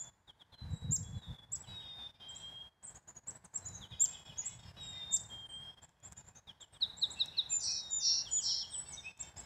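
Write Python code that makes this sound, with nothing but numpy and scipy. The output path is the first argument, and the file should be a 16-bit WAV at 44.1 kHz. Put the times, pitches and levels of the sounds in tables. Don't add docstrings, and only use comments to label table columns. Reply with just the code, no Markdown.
import sys
import numpy as np
from scipy import signal
from scipy.fft import rfft, irfft
from scipy.io import wavfile
from scipy.ndimage import uniform_filter1d, minimum_filter1d

SR = 44100
rng = np.random.default_rng(int(sys.argv[2]) if len(sys.argv) > 2 else 0)


def put_to_file(sound):
    columns = np.atleast_2d(sound).T
    safe = np.clip(columns, -1, 1)
    whole_steps = np.round(safe * 32767)
    wavfile.write(sys.argv[1], SR, whole_steps.astype(np.int16))


N = 416744

# start in seconds, whistle's last pitch in Hz, whistle level in dB,
# buzz centre pitch in Hz, warbles per second, roughness from 0 to 1, buzz level in dB.
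BUZZ_CALLS = [(7.485, 7130, -33.5, 4927, 160, .4, -35), (7.892, 7010, -33.5, 4909, 166.4, .2, -29.5),
              (8.301, 6920, -31, 4771, 180, .2, -33.5)]


def undb(db):
    return 10 ** (np.asarray(db) / 20)


def unit(x):
    return x / np.sqrt(np.mean(x ** 2))


def walk(rate, size):
    step = max(int(SR / rate), 2)
    held = np.repeat(rng.standard_normal(size // step + 1), step)
    return 1.866 * uniform_filter1d(uniform_filter1d(held, step), step)[:size]


def noise(points):
    hz, db = np.transpose(points)
    freqs = np.maximum(np.arange(N // 2 + 1) * SR / N, 1)
    gain = undb(np.interp(np.log(freqs), np.log(hz), db))
    return unit(irfft(rfft(rng.standard_normal(N)) * gain, N))


def band(x, lo_hz, hi_hz):
    return signal.sosfilt(signal.butter(3, [lo_hz, hi_hz], "band", fs=SR, output="sos"), x)


def add(track, start, sound):
    at = int(start * SR)
    sound = sound[..., max(-at, 0):max(N - at, 0)]
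    track[..., max(at, 0):max(at, 0) + sound.shape[-1]] += sound


def progress(length_s):
    return np.linspace(0, 1, int(length_s * SR))


def fade(u, rise, fall):
    fade_in = np.sin(np.pi / 2 * np.clip(u / rise, 0, 1)) ** 2
    fade_out = np.sin(np.pi / 2 * np.clip((1 - u) / fall, 0, 1)) ** 2
    return fade_in * fade_out


def glide(u, first_hz, last_hz):
    return last_hz + (first_hz - last_hz) * (1 - u) ** 2.2


def syrinx(hz, waver, flutter_db, rate, octave_db=-39):
    phase = 2 * np.pi * np.cumsum(hz * (1 + waver * walk(rate, len(hz)))) / SR
    tone = np.sin(phase) + undb(octave_db) * np.sin(2 * phase)
    return np.sqrt(2) * tone * undb(flutter_db * walk(rate, len(hz)))


def placed(sound, db, near_db=-28, spread=.3245):
    return np.outer(undb([db, db + spread * (near_db - db)]), sound)


def yard(sound, tail_db, tail_s, close_db, smear_s=.003):
    # delay in seconds, level in dB.
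    echoes = [(.031, -19.5), (0.067, -22)]
    direct, outward = sound
    t = np.arange(SR) / SR
    tail = rng.standard_normal(SR) * undb(-60 * t / tail_s)
    close = rng.standard_normal(SR) * np.exp(-t / .01306)
    response = undb(tail_db) * unit(tail) + undb(close_db) * unit(close)
    for delay, db in echoes:
        echo = unit(rng.standard_normal(SR) * np.exp(-t / smear_s))
        response += undb(db) * np.roll(echo, int(delay * SR))
    return direct + signal.fftconvolve(outward, response / np.sqrt(SR))[:N]


def hush():
    # frequency in Hz, relative level in dB.
    spectrum = [(25, -13), (60, 5.5), (110, 5.5), (180, 1.5), (300, -8), (500, -7.5), (650, -5),
                (900, -2.5), (1300, -11), (1600, -7), (2100, -13.5), (2550, -19), (4000, -20.5),
                (12000, -30), (14000, -37.5)]
    # time in seconds, level in dB.
    levels = [(0, -61.5), (2.8, -61.5), (4.1, -58.5), (5.5, -60), (7.5, -60.5), (9.4, -60)]
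    db = np.interp(np.arange(N) / SR, *np.transpose(levels))
    return noise(spectrum) * undb(db + .5 * walk(2.0664, N) + .907 * walk(20, N))


def wind(flutter_db=2.2):
    # start in seconds, length in seconds, level in dB.
    gusts = [(.48, .09, -63), (.6, .2, -40.5), (.79, .17, -36.5), (.92, .34, -46.5), (1.25, .12, -45.5),
             (1.33, .65, -62), (1.67, .1, -52), (3.62, .17, -50), (3.79, .07, -54), (3.9, .08, -52),
             (4.25, .1, -56), (4.4, .65, -57), (4.95, .9, -63), (6, .45, -64)]
    # frequency in Hz, relative level in dB.
    spectrum = [(12, -68), (20, -19), (103, 3), (174, -6), (330, -30.5), (409, -43), (492, -21.5),
                (600, -53), (780, -66), (1320, -120)]
    strength = np.zeros(N)
    for start, length, db in gusts:
        add(strength, start, undb(db) * fade(progress(length), rise=.3, fall=.45))
    return noise(spectrum) * strength * undb(flutter_db * walk(30, N))


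def beak_ticks(decay_s=.0011):
    # start in seconds, relative level in dB.
    pecks = [(5.892, -52), (6.002, -51), (6.123, -45), (6.129, -47.5), (6.387, -56), (7.259, -39.5),
             (9.176, -50)]
    out = np.zeros(N)
    t = np.arange(SR // 40) / SR
    snap = np.exp(-t / decay_s)
    for start, db in pecks:
        add(out, start, undb(db) * snap * rng.standard_normal(len(t)))
    return 2 * band(out, 5500, 8780) + .47 * band(out, 1200, 13000)


def dee(hz, length_s=.14):
    # frequency in Hz, width in Hz, relative level in dB.
    throat = [(2524, 900, -4), (3471, 450, 2), (5265, 540, -3)]
    u = progress(length_s)
    wobble = 1 + .011 * walk(400, len(u)) + .015 * walk(20, len(u))
    phase = 2 * np.pi * np.cumsum(hz * wobble) / SR
    stack = 0
    for k in range(5, 16):
        gain = sum(undb(db) / (1 + ((k * hz - peak) / (width / 2)) ** 2) for peak, width, db in throat)
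        flicker = undb(3.5 * walk(25, len(u)))
        stack += gain * flicker * np.sin(k * phase + rng.uniform(0, 2 * np.pi))
    return fade(u, rise=.12, fall=.178) * unit(stack)


def dee_series(every_s=.168, sag_hz=4.5):
    # start in seconds, number of dees, first pitch in Hz, relative level in dB.
    series = [(1.64, 5, 432, -62), (3.91, 7, 428, -58.5), (5.62, 7, 436, -73), (7.15, 2, 420, -59),
              (8.85, 4, 446, -60)]
    out = np.zeros((2, N))
    for start, count, hz, db in series:
        for k in range(count):
            add(out, start + k * every_s, placed(dee(hz - k * sag_hz), db))
    return out


def song_note(u, hz, swell_db):
    tone = syrinx(hz, waver=.004, flutter_db=1.5, rate=40, octave_db=-48)
    return undb(swell_db * (u - 1) - 1.9) * fade(u, rise=.08, fall=.051) * tone


def songs(fee_s=.425, bee_s=.443, catch_at_s=.195, catch_width_s=.014):
    # start in seconds, fee's last pitch in Hz, seconds from start to bee,
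    # fee level in dB, bee level in dB.
    fee_bees = [(-.83, 3850, .5, -60, -61.5), (.5, 3850, .515, -59, -62), (1.66, 3630, .535, -45.5, -49.5),
                (3.6, 3780, .52, -64, -66), (4.758, 3620, .527, -45.5, -49), (7.73, 3640, .53, -46, -54.5)]
    out = np.zeros((2, N))
    for start, hz, bee_after, fee_db, bee_db in fee_bees:
        u = progress(fee_s)
        fee = song_note(u, glide(u, 1.08 * hz, hz), swell_db=5)
        add(out, start, placed(fee, fee_db))
        u = progress(bee_s)
        bee_hz = .89 * hz * (1 + .012 * (u - 1))
        catch = 1 - np.exp(-((u * bee_s - catch_at_s) / catch_width_s) ** 2)
        bee = catch * song_note(u, bee_hz, swell_db=1.5)
        add(out, start + bee_after, placed(bee, bee_db))
    return out


def falling_notes(length_s=.054, upper_db=-32):
    # start in seconds, number of notes, first and later spacing in seconds,
    # middle pitch in Hz, first level in dB, change per note in dB.
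    runs = [(.268, 3, .119, .124, 3350, -58, -2), (1.62, 2, .165, .165, 3150, -65, 3),
            (3.808, 4, .097, .109, 3340, -52, -.9), (4.268, 1, 0, 0, 3180, -56.5, 0),
            (6.467, 3, .131, .139, 3320, -53, -3.5), (6.805, 4, .205, .178, 3845, -26.3, 0),
            (8.245, 5, .116, .119, 3290, -50, 0)]
    out = np.zeros((2, N))
    u = progress(length_s)
    from_middle = u - .5
    for start, count, first_gap, gap, mid_hz, db, step_db in runs:
        hz = mid_hz * np.exp(-.33 * from_middle + .1192 * from_middle ** 2)
        width = np.interp(db, [-48, -28], [.5, .25])
        swell = fade(u, rise=.12, fall=.041) / (1 + (from_middle / width) ** 2) ** 2
        for k in range(count):
            tone = syrinx(hz, waver=.003, flutter_db=.7, rate=200, octave_db=-48)
            upper = syrinx(1.33 * hz, waver=.01, flutter_db=2, rate=200)
            voice = swell * (tone + undb(upper_db) * upper)
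            at = start if k == 0 else start + first_gap + (k - 1) * gap
            add(out, at, placed(voice, db + k * step_db, spread=.31))
    return out


def whistle(length_s, first_hz, last_hz, db):
    u = progress(length_s)
    waver = np.interp(db, [-58, -51], [.018 if last_hz > 5000 else .006, .003])
    tone = syrinx(glide(u, first_hz, last_hz), waver, flutter_db=1.5, rate=400, octave_db=-47)
    return placed(fade(u, rise=.4356, fall=.373) * tone, db)


def whistles(lead_s=.118, peep_start_s=7.15, peep_every_s=.173, peep_s=.062):
    # start and length in seconds, first and last pitch in Hz, level in dB.
    singles = [(.68, .13, 7450, 7590, -68), (1.12, .34, 4268, 3400, -61.5), (2.37, .057, 8000, 7597, -62),
               (3.444, .02, 10500, 6000, -53), (4.787, .155, 8092, 7276, -58),
               (5.444, .17, 9300, 7900, -66), (6.71, .049, 9400, 7840, -64), (7.95, .4, 2755, 2769, -65),
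               (8.258, .255, 8158, 7500, -53), (8.69, .156, 8380, 7850, -43.5),
               (8.838, .127, 7820, 7956, -54.5), (8.913, .046, 8020, 5710, -48),
               (8.964, .046, 3950, 3600, -48.5), (9.027, .086, 2377, 2620, -48.5)]
    out = np.zeros((2, N))
    for start, length, first_hz, last_hz, db in singles:
        add(out, start, whistle(length, first_hz, last_hz, db))
    for start, hz, db, *_ in BUZZ_CALLS:
        add(out, start, whistle(lead_s, 1.02 * hz, hz, db))
    for k in range(4):
        hz = 2690 - 65 * k
        add(out, peep_start_s + k * peep_every_s, whistle(peep_s, hz, hz, db=-60))
    return out


def buzzes(after_s=.099, length_s=.24, swing_hz=700, drop_hz=2000, drop_s=.022, low_db=-6, sag_hz=120):
    out = np.zeros((2, N))
    u = progress(length_s)
    for start, _, _, centre_hz, rate, rough, db in BUZZ_CALLS:
        cycle = 2 * np.pi * np.cumsum(rate * (1 + .1014 * rough * walk(149.7, len(u)))) / SR
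        flip = np.tanh(2.2 * (np.cos(cycle) + .25))
        settling = np.exp(-u * length_s / drop_s)
        warble_hz = swing_hz * flip - sag_hz * np.sin(cycle)
        hz = centre_hz + drop_hz * settling + warble_hz * (1 - settling)
        tone = syrinx(hz, waver=.002 + .025 * rough, flutter_db=.4 + 2.5 * rough, rate=700,
                      octave_db=-28 - 9 * flip)
        pulse = (.197 + .619 * flip ** 2) * undb(low_db * (1 - flip) / 2)
        swell = undb(np.interp(u, [0, .27, .52, 1], [-16, -1, -1, -9.5]))
        voice = 1.555 * pulse * swell * fade(u, rise=.041, fall=.061) * tone
        voice = band(voice, 3434, 6397) + .3 * voice
        add(out, start + after_s, placed(voice, db))
    return out


def chirps(scratch=.014, crack=.04, snap_db=14):
    # start in seconds, length in seconds, top pitch in Hz, level in dB.
    arches = [(-.02, .07, 7285, -50.5), (.908, .062, 7535, -31.5), (1.517, .048, 7838, -37),
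              (2.285, .028, 7864, -55), (2.346, .045, 7645, -56), (2.827, .045, 8225, -51),
              (2.867, .039, 7830, -50), (2.948, .029, 6970, -58), (3.072, .035, 7030, -55.5),
              (3.16, .022, 6933, -56), (3.27, .042, 7900, -44), (3.539, .046, 7640, -42.5),
              (3.652, .038, 7104, -45), (3.735, .047, 6572, -53), (3.995, .068, 7552, -28),
              (4.372, .055, 6913, -43), (4.443, .06, 7756, -43), (5.108, .068, 7943, -42),
              (5.126, .047, 7459, -30.5), (5.817, .04, 7523, -58.5), (6.026, .06, 7560, -54.5),
              (6.155, .06, 7400, -58), (6.26, .041, 7430, -60.5), (6.346, .043, 6530, -60),
              (6.604, .029, 7623, -64), (6.966, .054, 7693, -53.5), (7.101, .039, 7750, -50),
              (7.62, .05, 8250, -51), (9.192, .042, 7560, -44), (9.365, .049, 7580, -51)]
    out = np.zeros((2, N))
    for start, length, top_hz, db in arches:
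        u = progress(length)
        force = np.interp(db, [-52, -36], [0, 1])
        depth = np.interp(db, [-56, -40], [.14, .41])
        climb = .125 * np.clip(1 - u / .62, 0, 1) ** 2
        plunge = np.clip((u - .68) / .32, 0, None) ** 2.2
        hz = top_hz * (1 - climb - depth * plunge)
        waver = .002 + scratch * (1 - force) + crack * force * plunge
        octave_db = -54 + force * (20 + snap_db * np.sqrt(plunge))
        tone = syrinx(hz, waver, flutter_db=2, rate=460, octave_db=octave_db)
        swell = undb(np.interp(u, [0, .38, .7, 1], [-12, 4.5, -.5, -13]))
        add(out, start, placed(swell * fade(u, rise=.057, fall=.047) * tone, db))
    return out


def scene():
    near = yard(chirps(), tail_db=-18, tail_s=.672, close_db=-11)
    near += yard(falling_notes() + whistles(), tail_db=-15, tail_s=.792, close_db=-12)
    near += yard(buzzes(), tail_db=-17.5, tail_s=.78, close_db=-12)
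    far = yard(songs(), tail_db=-18.5, tail_s=.96, close_db=-25)
    far += yard(dee_series(), tail_db=-11.5, tail_s=.945, close_db=-13.5) * undb(-5)
    return (near + far + beak_ticks() + wind() + hush())[None]


def record(dry, open_db=-61, knee_db=1.17, depth_db=13, hold_s=.00696, top_hz=15600):
    sensed = band(dry[0], 2960, 15000) + .3 * band(dry[0], 40, 250)
    level_db = 10 * np.log10(np.abs(uniform_filter1d(sensed ** 2, SR // 100)) + 1e-12)
    held_db = -minimum_filter1d(-level_db, int(hold_s * SR))
    shut = .5 - .5 * np.tanh((held_db - open_db) / knee_db / 2)
    gated = dry * undb(-depth_db * uniform_filter1d(shut, SR // 150))
    return signal.sosfilt(signal.ellip(8, .2, 70, top_hz, fs=SR, output="sos"), gated)


dry = scene()
out = record(dry)
put_to_file(out)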